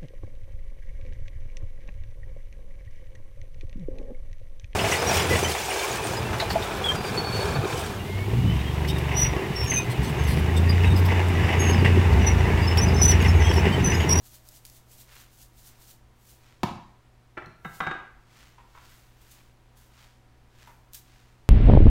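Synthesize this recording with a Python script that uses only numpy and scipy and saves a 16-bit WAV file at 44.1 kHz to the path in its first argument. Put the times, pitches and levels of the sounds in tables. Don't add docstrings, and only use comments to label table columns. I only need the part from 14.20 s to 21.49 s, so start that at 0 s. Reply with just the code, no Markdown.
import sys
import numpy as np
from scipy import signal
from scipy.fft import rfft, irfft, next_fast_len
from scipy.io import wavfile
from scipy.ndimage import map_coordinates

SR = 44100
rng = np.random.default_rng(int(sys.argv[2]) if len(sys.argv) > 2 else 0)


def to_wav(s):
    ch = np.atleast_2d(s).T
    pcm = np.round(np.clip(ch, -1, 1) * 32767)
    wavfile.write(sys.argv[1], SR, pcm.astype(np.int16))


N = 321489

# throw_crest_s, throw_level_db, lift_level_db
SHAKES = [(.152, -50.5, -53), (.365, -52, -56), (0.569, -54, -56.5), (0.811, -51, -54.5), (1.015, -54, -59),
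          (1.226, -51.5, -61), (1.478, -51, -56.5), (1.71, -51.5, -56)]
LIFT_LEAD_S = 0.087
LIFT_RISE_S, LIFT_FALL_S = 0.07, 0.084
THROW_RISE_S, THROW_FALL_S = 0.11, 0.063
# crest_s, level_db, length_s (20 dB up and 20 dB down)
SLIDES = [(2.103, -55.5, 0.26), (3.56, -52.5, 0.22), (4.74, -63.5, 0.61), (5.13, -62, .4)]
SLIDE_RISE_SHARE = 0.51
# crest_s, level_db, fall_s (over 20 dB)
SPILLS = [(3.449, -62, .07), (5.016, -65, .14), (5.116, -53, .06), (5.571, -61, 0.22), (6.474, -65.5, 0.24),
          (6.748, -42, 0.06)]
SPILL_RISE_S = 0.016
# start_s, level_db, low_cut_hz
TICKS = [(.2882, -34.5, 9050), (.4515, -35, 800), (.457, -41, 2000), (.466, -42, 3000), (.499, -42.5, 2000),
         (.955, -44, 7000), (6.734, -36.5, 1500), (6.746, -35, 6000), (6.753, -43, 5000)]
# (per Hz, relative)
GRAIN_COLOUR = [(500, -32), (1500, -8.5), (2300, -6.5), (3000, -3.5), (4200, -1.5), (5200, -1.5),
                (6400, 0.5), (8200, -.5), (10200, -2.5), (12000, -1), (14000, 1), (15000, -2),
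                (15800, -1.5)]

# start_s, level_db, brightness_hz, thud_db (relative to level_db)
LANDINGS = [(2.4324, -14.5, 5500, -0.5), (2.457, -35, 2500, 8.5), (2.482, -31, 2000, -12),
            (2.510, -31.5, 1500, 1), (2.556, -40.5, 1000, 7)]
# pitch_hz, level_db (relative), t60_s
BASE_MODES = [(346, -9, 0.074), (707, -10, 0.049), (872, -8, 0.038), (976, -11, 0.11), (1052, -2.5, 0.024),
              (1670, -17, 0.016), (1803, -21.5, 0.078), (2280, -10.5, 0.0065), (2680, -22, 0.0075),
              (3560, -7.5, 0.0051)]
# pitch_hz, level_db (relative), t60_s
COUNTER_MODES = [(92, -13, 0.15), (126, -10, 0.067), (167, -3, 0.074), (208, -1.5, 0.062), (274, -9, 0.047)]
# (per Hz, relative)
CRACK_COLOUR = [(100, -2), (480, 0), (1000, 12), (1500, 0.5), (2300, 0), (3500, -2.5), (4700, -5.5),
                (6500, -3.5), (8000, -11), (14500, -10)]

# start_s, level_db, brightness_hz, thud_db (relative to level_db)
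NUDGES = [(3.170, -37, 2200, -10), (3.1746, -29, 2200, -15), (3.178, -30, 2200, -18),
          (3.184, -33, 1800, -19), (3.221, -39.5, 2200, -1), (3.267, -49, 900, 17.5)]
# pitch_hz, level_db (relative), t60_s
JAR_MODES = [(366, -5.5, 0.097), (650, -10, 0.035), (750, -10.5, 0.086), (1180, -13, 0.035),
             (1265, -15, 0.067), (1360, -3.5, .05), (1584, -8, .073), (1710, -8.5, 0.034),
             (1945, -2.5, 0.028), (2300, -6.5, 0.022), (2600, -17, .018), (2950, -21, .02),
             (4130, -30, .05), (5400, -27, .05)]
# pitch_hz, level_db (relative), t60_s
LID_MODES = [(4160, 6, 0.027), (4400, -2, 0.017), (5650, 0, .01)]
LID_CLICK_S, LID_CLICK_DB = 3.26, -52

# start_s, level_db, brightness_hz, thud_db, ring_db (the last two relative to level_db)
KNOCKS = [(3.4467, -38, 6000, -7, 6.5), (3.449, -30.5, 2600, 8.5, -3), (3.455, -34.5, 1800, -8, -12),
          (3.604, -20, 3020, -15, -3), (3.608, -24.5, 1800, -1.5, -4), (3.637, -31, 1800, -10, 9.5),
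          (3.667, -26, 3200, -23, 0), (3.671, -19.5, 1700, -4, -2.5), (3.712, -25, 2780, -12, 1.5),
          (3.75, -34.5, 1600, -16, -13)]
# pitch_hz, level_db (relative), t60_s
WALL_MODES = [(358, -16, 0.066), (507, -18, 0.049), (762.4, -13.5, 0.12), (945, -12.5, 0.036),
              (1120, -10.5, 0.077), (1233, -9, .07), (1325, -6.5, 0.058), (1374, -11.5, 0.16),
              (1528, -11, .11), (1760, -11.5, 0.036), (1983, -8.5, 0.028), (2210, -13.5, .024),
              (2900, -16, 0.03)]
# pitch_hz, level_db (relative), t60_s
LASTING_TONES = [(1623, -14.5, .5), (3720, -24, 0.35)]
# pitch_hz, level_db (relative), t60_s
SHELF_MODES = [(122, -11.5, .07), (142, -6.5, 0.071), (159, -5.5, 0.075), (200, -6.5, 0.049),
               (237, -12.5, .043)]
# (per Hz, relative)
CLACK_COLOUR = [(100, -9), (400, -7), (750, -1.5), (1400, 3.5), (2200, -6), (3200, -10.5), (4500, -20.5),
                (8000, -25), (14500, -50)]

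# fastest_s, level_db, length_s
RUBS = [(0.954, -54, 0.16), (1.533, -64, 0.21), (2.275, -63.5, 0.23), (4.204, -56.5, 0.21),
        (4.663, -58, 0.3), (5.113, -62, 0.29), (5.61, -66.5, 0.13), (5.81, -58.5, 0.18),
        (6.417, -57.5, 0.14), (6.96, -63, 0.31)]
RUB_RISE_SHARE = 0.42
RUB_EDGE_DB = 7.5
# (per Hz, relative)
SLEEVE_COLOUR = [(300, -9), (900, -4), (1500, 0), (2800, -2), (4500, -5.5), (7000, -8.5), (10000, -16.5),
                 (15000, -16)]
# start_s, level_db, pitch_ratio
TAPS = [(4.380, -43, 0.94), (4.405, -52, 1), (4.548, -42, 0.97), (4.573, -43.5, 1), (6.472, -41, .88),
        (6.5, -50, 0.87)]
# pitch_hz (at pitch_ratio 1), level_db (relative), t60_s
HOLLOW_MODES = [(863, -5, .04), (999, -2, 0.054), (1104, -2.5, 0.056), (1334, -8, 0.035), (1490, -7, 0.038),
                (1850, -11, 0.027), (2310, -7.5, .03)]

# pitch_hz, level_db (mean rms)
HUM_PARTIALS = [(59.8, -70), (119.9, -62.5), (239.8, -76), (329, -80.5), (359.6, -82.5), (749, -78.5),
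                (960, -79)]
# (per Hz, relative)
AIR_COLOUR = [(20, -1), (35, 2), (62, -2), (90, -9.5), (135, -12.5), (200, -15), (330, -17.5), (500, -19),
              (1000, -21), (2000, -26), (4000, -32), (9000, -39.5), (15500, -44.5)]
WAVER_CREST_S, WAVER_DB, WAVER_LENGTH_S = 0.5, -72.5, 1.0
WAVER_HZ, WAVER_SWING_HZ = 636, 22.2
# pitch_hz, t60_s
ROOM_DECAY = [(100, 0.41), (300, 0.44), (1000, 0.56), (3000, 0.55), (7000, 0.51), (14000, 0.32)]
TOP_HZ = 15800


def amp(db):
    return 10 ** (np.asarray(db) / 20)


def unit(x):
    return x / np.sqrt(np.mean(x ** 2) + 1e-20)


def along(points, hz):
    f, v = np.transpose(points)
    return np.interp(np.log(hz + 1), np.log(f), v)


def filtered(x, response):
    m = next_fast_len(len(x) + SR // 2)
    spectrum = rfft(x, m) * response(np.fft.rfftfreq(m, 1 / SR))
    return irfft(spectrum, m)[:len(x)]


def coloured(x, colour):
    return unit(filtered(x, lambda hz: amp(along(colour, hz))))


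def wobble(rate):
    knots = rng.standard_normal(int(N * rate / SR) + 4)
    return map_coordinates(knots, [np.arange(N) * rate / SR])


def add(track, s, sound):
    part = track[round(s * SR):][:len(sound)]
    part += sound[:len(part)]


def ring(modes, scatter_db):
    t = np.arange(SR // 2) / SR
    out = np.zeros(len(t))
    for k, (hz, db, t60) in enumerate(modes):
        level = amp(db + scatter_db * rng.standard_normal() - 60 * t / t60)
        out += (-1) ** k * level * np.sin(2 * np.pi * hz * t)
    return out


def burst(colour, t60):
    t = np.arange(SR // 2) / SR
    return coloured(rng.standard_normal(len(t)), colour) * amp(-60 * t / t60)


def soften(x, hz):
    return signal.lfilter(*signal.butter(1, min(hz, SR / 2 - 1), fs=SR), x)


def in_room(x, wet_db):
    hz, t, z = signal.stft(rng.standard_normal(SR), SR, nperseg=256)
    decay = amp(-60 * t / along(ROOM_DECAY, hz)[:, None])
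    tail = signal.istft(z * decay, SR, nperseg=256)[1]
    tail *= 1 - np.exp(-np.arange(len(tail)) / SR / 0.006)
    tail /= np.linalg.norm(tail)
    return x + amp(wet_db) * signal.fftconvolve(x, tail)[:len(x)]


def impacts(rate, spread_db):
    sizes = unit(rng.standard_normal(N) * amp(spread_db * rng.standard_normal(N)))
    chance = np.clip(rate / SR, 1e-3, 1)
    return sizes * (rng.random(N) < chance) / np.sqrt(chance)


def seasoning():
    flow = grain_flow()
    clumps = amp(1.5 + 0.44 * wobble(90))
    rate = 4000 + 20000 * np.sqrt(flow / flow.max())
    grains = flow * clumps * coloured(impacts(rate, spread_db=0.3), GRAIN_COLOUR)
    for s, db, low_hz in TICKS:
        tick = burst(GRAIN_COLOUR, t60=0.013)
        add(grains, s, amp(db) * (tick - soften(tick, low_hz)))
    return in_room(grains, wet_db=-12.5)


def grain_flow():
    share = SLIDE_RISE_SHARE
    lifts = sum(surge(s - LIFT_LEAD_S, db, LIFT_RISE_S, LIFT_FALL_S) for s, _, db in SHAKES)
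    throws = sum(surge(s, db, THROW_RISE_S, THROW_FALL_S) for s, db, _ in SHAKES)
    slides = sum(surge(s, db, share * length, (1 - share) * length) for s, db, length in SLIDES)
    spills = sum(surge(s, db, SPILL_RISE_S, fall) for s, db, fall in SPILLS)
    return np.sqrt(lifts + throws + slides + spills)


def surge(s, db, rise, fall):
    t = np.arange(N) / SR
    return amp(db - 20 * np.maximum((s - t) / rise, (t - s) / fall)) ** 2


def set_down():
    out = np.zeros(N)
    for s, db, bright_hz, thud_db in LANDINGS:
        base = ring(BASE_MODES, scatter_db=1.5) + amp(-7) * burst(CRACK_COLOUR, t60=0.046)
        thud = amp(thud_db) * ring(COUNTER_MODES, scatter_db=0)
        add(out, s, amp(db) * (soften(base, bright_hz) + thud))
    return in_room(out, wet_db=-6)


def jar():
    out = np.zeros(N)
    for s, db, bright_hz, thud_db in NUDGES:
        wall = ring(JAR_MODES, scatter_db=2.5) + amp(-8) * burst(CLACK_COLOUR, t60=0.066)
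        thud = amp(thud_db) * ring(SHELF_MODES, scatter_db=4)
        add(out, s, amp(db) * (soften(wall, bright_hz) + thud))
    lid = ring(LID_MODES, scatter_db=1) + amp(-8) * burst(GRAIN_COLOUR, t60=0.023)
    add(out, LID_CLICK_S, amp(LID_CLICK_DB) * lid)
    return in_room(out, wet_db=-5)


def containers():
    walls, thuds = np.zeros(N), np.zeros(N)
    for s, db, bright_hz, thud_db, _ in KNOCKS:
        wall = ring(WALL_MODES, scatter_db=1.5) + amp(-4) * burst(CLACK_COLOUR, t60=0.046)
        add(walls, s, amp(db) * soften(wall, bright_hz))
        add(thuds, s, amp(db + thud_db) * ring(SHELF_MODES, scatter_db=2))
    return in_room(walls, wet_db=-4) + in_room(thuds, wet_db=-8.5) + ringing()


def ringing():
    t = np.arange(N) / SR
    feed = np.zeros(N)
    for s, db, _, _, ring_db in KNOCKS:
        feed[round(s * SR)] = amp(db + ring_db) ** 2
    out = np.zeros(N)
    for hz, db, t60 in LASTING_TONES:
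        kept = amp(-60 / (t60 * SR)) ** 2
        energy = signal.lfilter([1], [1, -kept], feed)
        swell = soften(np.sqrt(energy), 150)
        tone = np.sin(2 * np.pi * hz * t + 0.43 * wobble(50))
        out += swell * amp(db + 1.3 * wobble(70)) * tone
    return out


def hands():
    speed = np.sqrt(sum(stroke(*row) ** 2 for row in RUBS))
    slips = coloured(impacts(7000, spread_db=2.5), SLEEVE_COLOUR)
    rub = speed * amp(0.64 * wobble(25)) * slips
    taps = np.zeros(N)
    pad = 1 - np.exp(-np.arange(SR // 2) / SR / 0.0044)
    for s, db, ratio in TAPS:
        gripped = [(hz * ratio, level, t60) for hz, level, t60 in HOLLOW_MODES]
        wall = ring(gripped, scatter_db=1) + amp(-5) * burst(CLACK_COLOUR, t60=0.069)
        add(taps, s, amp(db) * pad * wall)
    return rub + in_room(taps, wet_db=-1.5)


def stroke(s, db, length):
    t = np.arange(N) / SR - s
    share = np.where(t < 0, RUB_RISE_SHARE, 1 - RUB_RISE_SHARE)
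    away = t / (length * share)
    return amp(db) / (1 + (amp(RUB_EDGE_DB / 2) - 1) * away ** 2) ** 2


def background():
    t = np.arange(N) / SR
    hum = np.zeros(N)
    for hz, db in HUM_PARTIALS:
        level = np.sqrt(2) * amp(db + 0.36 * wobble(3.32))
        hum += level * np.sin(2 * np.pi * hz * t + 0.19 * wobble(1.79))
    return hum + amp(-58.5) * coloured(rng.standard_normal(N), AIR_COLOUR)


def faint_tone():
    t = np.arange(N) / SR
    pitch_hz = WAVER_HZ + WAVER_SWING_HZ * wobble(21.9)
    phase = 2 * np.pi * np.cumsum(pitch_hz) / SR
    away = (t - WAVER_CREST_S) / (WAVER_LENGTH_S / 2)
    arch = np.sqrt(np.clip(1 - away ** 2, 0, 1))
    return arch * amp(WAVER_DB + 2.5 * wobble(16)) * np.sin(phase)


def scene():
    kitchenware = seasoning() + set_down() + jar() + containers()
    return (kitchenware + hands() + background() + faint_tone())[None]


def record(dry):
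    return np.array([filtered(x, lambda hz: hz < TOP_HZ) for x in dry])


dry = scene()
out = record(dry)
to_wav(out)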